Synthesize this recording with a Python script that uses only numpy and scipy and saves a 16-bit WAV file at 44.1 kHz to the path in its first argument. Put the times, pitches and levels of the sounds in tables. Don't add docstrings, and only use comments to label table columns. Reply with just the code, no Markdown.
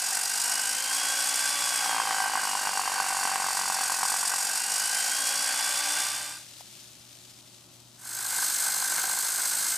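import sys
import numpy as np
from scipy import signal
from scipy.fft import rfft, irfft, next_fast_len
from scipy.io import wavfile
from scipy.ndimage import map_coordinates

SR = 44100
rng = np.random.default_rng(int(sys.argv[2]) if len(sys.argv) > 2 else 0)


def to_wav(sig):
    pcm = np.clip(np.atleast_2d(sig), -1, 1) * 32767
    pcm = np.round(pcm).astype(np.int16)
    wavfile.write(sys.argv[1], SR, pcm.T)


N = 430857
TIME = np.arange(N) / SR
SIZE = 2 * next_fast_len(N // 2 + SR // 2)
HZ = np.fft.rfftfreq(SIZE, 1 / SR)
SIDE_GONE_S, FADE_OUT_S = 6.453, 0.46
END_START_S, FADE_IN_S = 7.967, 0.43


def amp(db):
    return 10 ** (np.asarray(db) / 20)


def unit(x):
    return x / np.sqrt(np.mean(x ** 2) + 1e-20)


def along(points, hz=HZ):
    point_hz, value = np.transpose(points)
    return np.interp(np.log(hz + 1), np.log(point_hz + 1), value)


def curves(rows):
    time_s, *columns = np.transpose(rows)
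    return [np.interp(TIME, time_s, column) for column in columns]


def during(rows, fade_s):
    inside_s = np.minimum(TIME - rows[0][0], rows[-1][0] - TIME)
    return np.clip(1 + inside_s / fade_s, 0, 1)


def wobble(rate_hz):
    knots = rng.standard_normal(int(N * rate_hz / SR) + 4)
    return map_coordinates(knots, [TIME * rate_hz])


def filtered(x, gain):
    return irfft(rfft(x, SIZE) * gain, SIZE)[..., :N]


def causal(gain):
    cepstrum = irfft(np.log(np.maximum(gain, 1e-6)))
    cepstrum[1:SIZE // 2] *= 2
    cepstrum[SIZE // 2 + 1:] = 0
    return np.exp(rfft(cepstrum))


def tone(pitch_hz):
    return np.sqrt(2) * np.sin(2 * np.pi * np.cumsum(pitch_hz) / SR)


# pitch_hz, likeness_0_to_1
SAW_LIKENESS = [(60, 0.51), (150, 1), (380, 0.99), (950, 1), (2380, 0.97), (5980, 0.9), (15000, 0.8)]


def rush(colour, likeness=SAW_LIKENESS, lead_s=0):
    turn_rad = np.arccos(np.clip(along(likeness), 0, 1)) / 2
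    shares = np.array([np.cos(turn_rad), np.sin(turn_rad)])
    mid, side = filtered(rng.standard_normal((2, N)), amp(along(colour)) * shares)
    lead = np.exp(1j * np.pi * HZ * lead_s * np.array([[1], [-1]]))
    return unit(filtered(np.array([mid + side, mid - side]), lead))


# pitch_hz, relative_db_per_hz
RUMBLE_COLOUR = [(15, -62), (25, -34), (51, -15), (86, -12), (119, -10.5), (310, -10), (332, -18),
                 (362, -13), (468, -24.5), (585, -16), (1500, -22), (1950, -54), (3300, -120)]
# pitch_hz, likeness_0_to_1
QUIET_LIKENESS = [(60, 0.29), (180, 0.79), (550, 0.86), (1650, 0.5), (4970, 0.64), (15000, 0.5)]
# pitch_hz, level_db
MAINS_PARTIALS = [(120, -64), (360, -72), (598, -82)]
# time_s, gain_db
HUM_SWELL = [(0, -17), (1, -9.5), (5.8, -8.5), (6.15, -1), (8.3, 1), (8.55, -9)]


def hum_and_rumble():
    swell_db, = curves(HUM_SWELL)
    partials = sum(amp(db + wobble(5)) * tone(hz + 0.53 * wobble(4.3)) for hz, db in MAINS_PARTIALS)
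    rumble = amp(-61.5 + 0.22 * swell_db) * rush(RUMBLE_COLOUR, QUIET_LIKENESS)
    return amp(swell_db) * partials + rumble


# start_s, click_db, body_db
TAPS = [(6.608, -41, -12.5), (7.252, -44, -35), (7.802, -48, -35)]
# pitch_hz, gain_db
TAP_BODY = [(300, -22), (700, 8), (1050, 3), (1500, -24), (4000, -32), (5300, -13), (7000, -35)]


def taps():
    clicks, blows = np.zeros(N), np.zeros(N)
    for start_s, click_db, body_db in TAPS:
        decay = np.exp(-np.abs(TIME - start_s) / 0.0019)
        clicks += (TIME >= start_s) * amp(click_db) * decay
        blows[round(start_s * SR)] = amp(body_db)
    return clicks, filtered(blows, causal(amp(along(TAP_BODY))))


# pitch_hz, relative_db_per_hz
HISS_SHAPE = [(290, -37), (500, -17), (582, -9), (736, -25), (799, -11.5), (1020, -21), (1230, -13.5),
              (2340, -8), (3590, -2.5), (8100, -4.5), (13500, -13.5)]
HISS_DB, HISS_FALL_DB_PER_S = -47.5, 5.5


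def background(quiet):
    clicks, tapped = taps()
    fall_db = HISS_FALL_DB_PER_S * (TIME - SIDE_GONE_S)
    uneven_db = 0.54 * wobble(9) + 0.97 * wobble(30) + 1.5 * wobble(400)
    hiss = quiet * amp(HISS_DB - fall_db + uneven_db)
    treble = (hiss + clicks) * rush(HISS_SHAPE, QUIET_LIKENESS, lead_s=1.7e-5)
    bass = hum_and_rumble() + tapped
    left_db = np.array([[1], [-1]])
    return bass * amp(left_db) + treble * amp(2 * left_db)


# pitch_hz, t60_s
HALL_DECAY = [(150, 0.91), (2000, 1.6), (12000, 0.2)]
# pitch_hz, gain_db
HALL_GAIN = [(100, -7), (300, -7.5), (600, -16), (1200, -16.5), (2300, -12), (5000, -21), (12000, -26.5)]


def warehouse(x):
    hz, time_s, spectrum = signal.stft(rng.standard_normal((2, SR)), SR, nperseg=256)
    t60_s = along(HALL_DECAY, hz)[:, None]
    decaying = spectrum * amp(-60 * time_s / t60_s) / np.sqrt(t60_s)
    tail = signal.istft(decaying, SR, nperseg=256)[1]
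    tail /= np.linalg.norm(tail[0])
    return filtered(x.mean(axis=0), rfft(tail, SIZE) * amp(along(HALL_GAIN)))


# time_s, pitch_hz, level_db
VACUUM_WHISTLE = [(1.8, 4558, -55), (2.5, 4490, -46), (3, 4535, -43.5), (4, 4487, -46.5), (4.6, 4470, -53),
                  (5.2, 4508, -45), (5.6, 4514, -44)]


def vacuum():
    pitch_hz, level_db = curves(VACUUM_WHISTLE)
    whistle = tone(pitch_hz * (1 + 0.00189 * wobble(30)))
    return during(VACUUM_WHISTLE, fade_s=0.33) * amp(level_db + 2.0 * wobble(14)) * whistle


# shaft_multiple, level_db
SHAFT_ORDERS = [(1, -57), (2, -54.3), (3, -53), (4, -46.3), (8, -51.5), (16, -56), (32, -53)]
# pitch_hz, relative_db_per_hz
FAN_AIR = [(60, -43), (250, -25), (400, -22), (550, -6), (850, -6.5), (1350, -7), (2400, 2), (3000, 3.5),
           (3700, -3.5), (4800, 4), (7000, -13), (11000, -11.5), (15000, -21)]
VANES = 12
WHINE_DB, WHINE_DB_PER_SPEED_DB = -41.2, 3.0


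def motor(whine_hz, housing_hz=3520, width_hz=300, lift_db=15.0):
    shaft_hz = whine_hz / VANES * (1 + 0.00048 * wobble(25.06))
    speed_db = 20 * np.log10(whine_hz / whine_hz.max())
    orders = 0
    for multiple, level_db in SHAFT_ORDERS:
        order_hz = multiple * shaft_hz
        housing_db = lift_db / (1 + (2 * (order_hz - housing_hz) / width_hz) ** 2)
        orders = orders + amp(level_db + housing_db + 2.66 * wobble(12)) * tone(order_hz)
    whine_db = WHINE_DB + WHINE_DB_PER_SPEED_DB * speed_db + 1.5 * wobble(20)
    whine = amp(whine_db) * tone(VANES * shaft_hz)
    air = amp(-35 + 2.4 * speed_db) * rush(FAN_AIR)
    return whine + amp(4.7 * speed_db) * orders + air


def singing(blade_hz, guard_hz=1572, width_hz=75, level_db=-43.5):
    turn_hz = blade_hz * (1 + 0.002841 * wobble(30))
    waver = amp(2.5 * wobble(15))
    overtones = 0
    for order in range(25, 31):
        order_hz = order * turn_hz
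        resonance = 1 / (1 + (2 * (order_hz - guard_hz) / width_hz) ** 2)
        overtones = overtones + resonance * tone(order_hz)
    return amp(level_db) * waver * overtones


def scrape(turns, swing_db, scatter_db, grain_db, snap=0.2):
    force = np.interp(turns, np.arange(1000), rng.standard_normal(1000))
    angle_rad = 2 * np.pi * (turns + 0.061 * wobble(50))
    contact = np.sin(angle_rad) + snap * np.sin(2 * angle_rad)
    level_db = swing_db * contact + scatter_db * force + grain_db * wobble(900)
    return unit(rng.standard_normal(N) * amp(level_db))


def low_share(corner_hz):
    return 1 / (1 + (HZ / corner_hz) ** 8)


def grind(grit_drive, guard_drive, colour, modes, between_db, grit_db, guard_db,
          guard_top_hz=2300, grit_low_hz=3500):
    peaks = sum(amp(db) ** 2 / (1 + (2 * (HZ - hz) / width_hz) ** 2) ** 1.74 for hz, width_hz, db in modes)
    body = np.sqrt(peaks + amp(along(colour) + between_db) ** 2)
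    blade_gain = body * np.sqrt(1 - low_share(grit_low_hz))
    guard_gain = body * np.sqrt(low_share(guard_top_hz))
    blade = unit(filtered(grit_drive, causal(blade_gain)))
    guard = unit(filtered(guard_drive, causal(guard_gain)))
    return amp(grit_db) * blade + amp(guard_db) * guard


# time_s, peak_db
HARD_BLOWS = [(2.109, -15.5), (2.355, -16), (2.552, -17.5), (2.672, -16), (3.001, -17), (3.253, -14.5),
              (3.358, -16.5), (3.7, -17.5), (4.031, -15), (4.338, -21), (8.386, -24), (8.426, -24),
              (8.666, -23), (8.824, -22.5), (8.922, -22), (8.981, -26), (9.077, -26)]


def in_step(rate_hz):
    blow_s = np.transpose(HARD_BLOWS)[0]
    cycles = np.cumsum(rate_hz) / SR
    slip = np.unwrap(np.interp(blow_s, TIME, cycles) % 1, period=1)
    return cycles - np.interp(TIME, blow_s, slip)


def rocking(rate_hz=8.2, depth_db=1.9):
    return depth_db * np.cos(2 * np.pi * in_step(np.full(N, rate_hz)))


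# pitch_hz, relative_db
CART_BODY = [(70, -33), (190, -21.5), (400, -21.5), (600, -15.5), (700, -9.5), (765, 6), (830, 0),
             (1100, 3), (1350, -11), (1550, -5), (1800, -15.5), (3000, -17), (6000, -50)]
HARD_HALF_S = 0.01


def knocks(turns, force, hard_db, scatter_db, chatter_db, chatter_s=0.0028):
    hard, hard_force = 0, 0
    for blow_s, peak_db in HARD_BLOWS:
        moment = np.exp(-((TIME - blow_s) / HARD_HALF_S) ** 4)
        hard = hard + moment
        hard_force = hard_force + moment * amp(peak_db + hard_db)
    at = np.flatnonzero(np.diff(np.floor(turns)) > 0)
    chance = rng.uniform(-0.93, 1, (len(at), 2)) * (1 - hard[at, None])
    shift = (chance[:, 0] * 0.0006 * SR).astype(int)
    blows = np.zeros(N)
    blows[np.clip(at + shift, 0, N - 1)] = amp(scatter_db * chance[:, 1])
    decay = np.exp(-TIME[:SR // 20] / chatter_s)
    decay /= np.linalg.norm(decay)
    chatter = signal.fftconvolve(blows, decay)[:N] * rng.standard_normal(N)
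    thuds = unit(filtered(blows + amp(chatter_db) * chatter, causal(amp(along(CART_BODY)))))
    return ((1 - hard) * force + hard_force) * thuds


GUARD_RISE_DB = 2
# time_s, turns_per_s
END_BLADE_SPEED = [(8, 51.3), (8.7, 51.7), (9.2, 52), (9.77, 53.6)]
# time_s, depth_0_to_1
END_BITE_DEPTH = [(8.25, 0.75), (8.42, 0.75), (8.49, 0.15), (8.58, 0.3), (8.66, 0.75), (9.14, 0.83),
                  (9.25, 0.6), (9.77, 0.3)]
# pitch_hz, width_hz, relative_db
END_RESONANCES = [(1540, 340, -2.5), (2110, 65, -5), (4210, 100, -3.5), (4790, 180, -6.5),
                  (6360, 130, -2.5), (8430, 170, 2.5), (9830, 330, -5.5), (11030, 55, -2), (12840, 220, -7)]
# pitch_hz, relative_db_per_hz
END_GRIND_COLOUR = [(88, -54), (150, -20.5), (459, -18.5), (918, -7.5), (1300, -11.5), (1540, -5.5),
                    (1770, -12), (2140, -7.5), (2500, -8.5), (3600, -9.5), (4120, -8.5), (5950, -7.5),
                    (8250, -1), (9090, -7.5), (15000, -12.5)]


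def saw_from_end(ring_hz=1555, ring_width_hz=110, ring_db=18):
    turns = in_step(curves(END_BLADE_SPEED)[0])
    bite = np.clip(curves(END_BITE_DEPTH)[0], 0, None)
    early = turns + 0.32
    grit = scrape(early, swing_db=2.8, scatter_db=0.53, grain_db=1.0)
    guard = scrape(turns, swing_db=1, scatter_db=1.5, grain_db=0.9)
    grit_db = -28 + 0.54 * wobble(14)
    guard_db = -40.5 + GUARD_RISE_DB * bite
    cut = grind(grit, guard, END_GRIND_COLOUR, END_RESONANCES, between_db=-2.5,
                grit_db=grit_db, guard_db=guard_db)
    rattle = knocks(turns, bite * amp(-43), hard_db=-14.3, scatter_db=5.0, chatter_db=-7)
    ring = 1j * HZ * ring_width_hz / (ring_hz ** 2 - HZ ** 2 + 1j * HZ * ring_width_hz)
    return cut + rattle + amp(ring_db) * filtered(rattle, ring ** 2)


GEARING = 4.75
# time_s, pitch_hz
WHINE_PITCH = [(0, 2620), (0.18, 2691), (0.73, 3022), (0.97, 3278), (1.5, 3453), (1.82, 3332), (2.21, 3002),
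               (2.65, 2810), (3.3, 2705), (3.96, 2575), (4.53, 2655), (4.76, 2905), (5.25, 3310),
               (5.65, 3448), (6.4, 3590)]
# time_s, depth_0_to_1
SIDE_BITE_DEPTH = [(0.8, 0.0049), (0.98, 0.35), (1.3, 0), (1.6, 0.36), (1.77, 0.29), (1.92, 1), (2.5, 0.89),
                   (3.35, 0.91), (3.9, 0.72), (4.35, 0.4), (4.62, 0.14)]
# time_s, level_db
GRIT_LEVEL = [(0.06, -30.5), (0.11, -29.5), (0.51, -28), (0.87, -32), (0.94, -29), (1.81, -29),
              (2.08, -33.5), (3.76, -31), (3.81, -29.5), (5.42, -29), (6.0, -29.5)]
# pitch_hz, width_hz, relative_db
SIDE_RESONANCES = [(775, 65, -6), (1584, 62, -1), (1915, 180, -7), (4900, 110, -2), (5664, 330, -4.5),
                   (6510, 140, -5), (6980, 170, -3.5), (8330, 185, 0), (10130, 550, -9.5)]
# pitch_hz, relative_db_per_hz
SIDE_GRIND_COLOUR = [(88, -66), (150, -36), (178, -21), (393, -20.5), (661, -12), (757, -1), (1350, -8),
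                     (1510, 4.5), (1770, -10.5), (2650, -7), (3210, -15.5), (4810, -5), (6060, -7),
                     (8250, -1.5), (15000, -18.5)]


def saw_from_side():
    whine_hz, = curves(WHINE_PITCH)
    bite = np.clip(curves(SIDE_BITE_DEPTH)[0], 0, None)
    blade_hz = whine_hz / VANES / GEARING
    turns = in_step(blade_hz)
    load = 1 - whine_hz / whine_hz.max()
    swing_db = 3.0 + 5.0 * load - 1.8 * bite
    grit = scrape(turns, swing_db, scatter_db=0.95, grain_db=0.9)
    guard = scrape(turns, swing_db=2.5, scatter_db=0.85, grain_db=1.5)
    grit_db = curves(GRIT_LEVEL)[0] + 0.37 * wobble(10)
    guard_db = -38 + GUARD_RISE_DB * bite + 1.04 * wobble(9)
    cut = grind(grit, guard, SIDE_GRIND_COLOUR, SIDE_RESONANCES, between_db=-3.5,
                grit_db=grit_db, guard_db=guard_db)
    force = bite * amp(-32.6 + rocking())
    thuds = knocks(turns, force, hard_db=-11.8, scatter_db=2.1, chatter_db=-8.5)
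    return cut + thuds + singing(blade_hz) + motor(whine_hz)


def scene():
    side = np.clip((SIDE_GONE_S - TIME) / FADE_OUT_S, 0, 1)
    end = np.clip((TIME - END_START_S) / FADE_IN_S, 0, 1)
    from_side = saw_from_side() + vacuum()
    from_end = np.tile(saw_from_end(), (2, 1))
    beside = side * (from_side + warehouse(from_side))
    at_end = end * (from_end + warehouse(from_end))
    return background(1 - side - end) + beside + at_end


def record(dry, top_hz=15050):
    return filtered(dry, HZ < top_hz)


dry = scene()
out = record(dry)
to_wav(out)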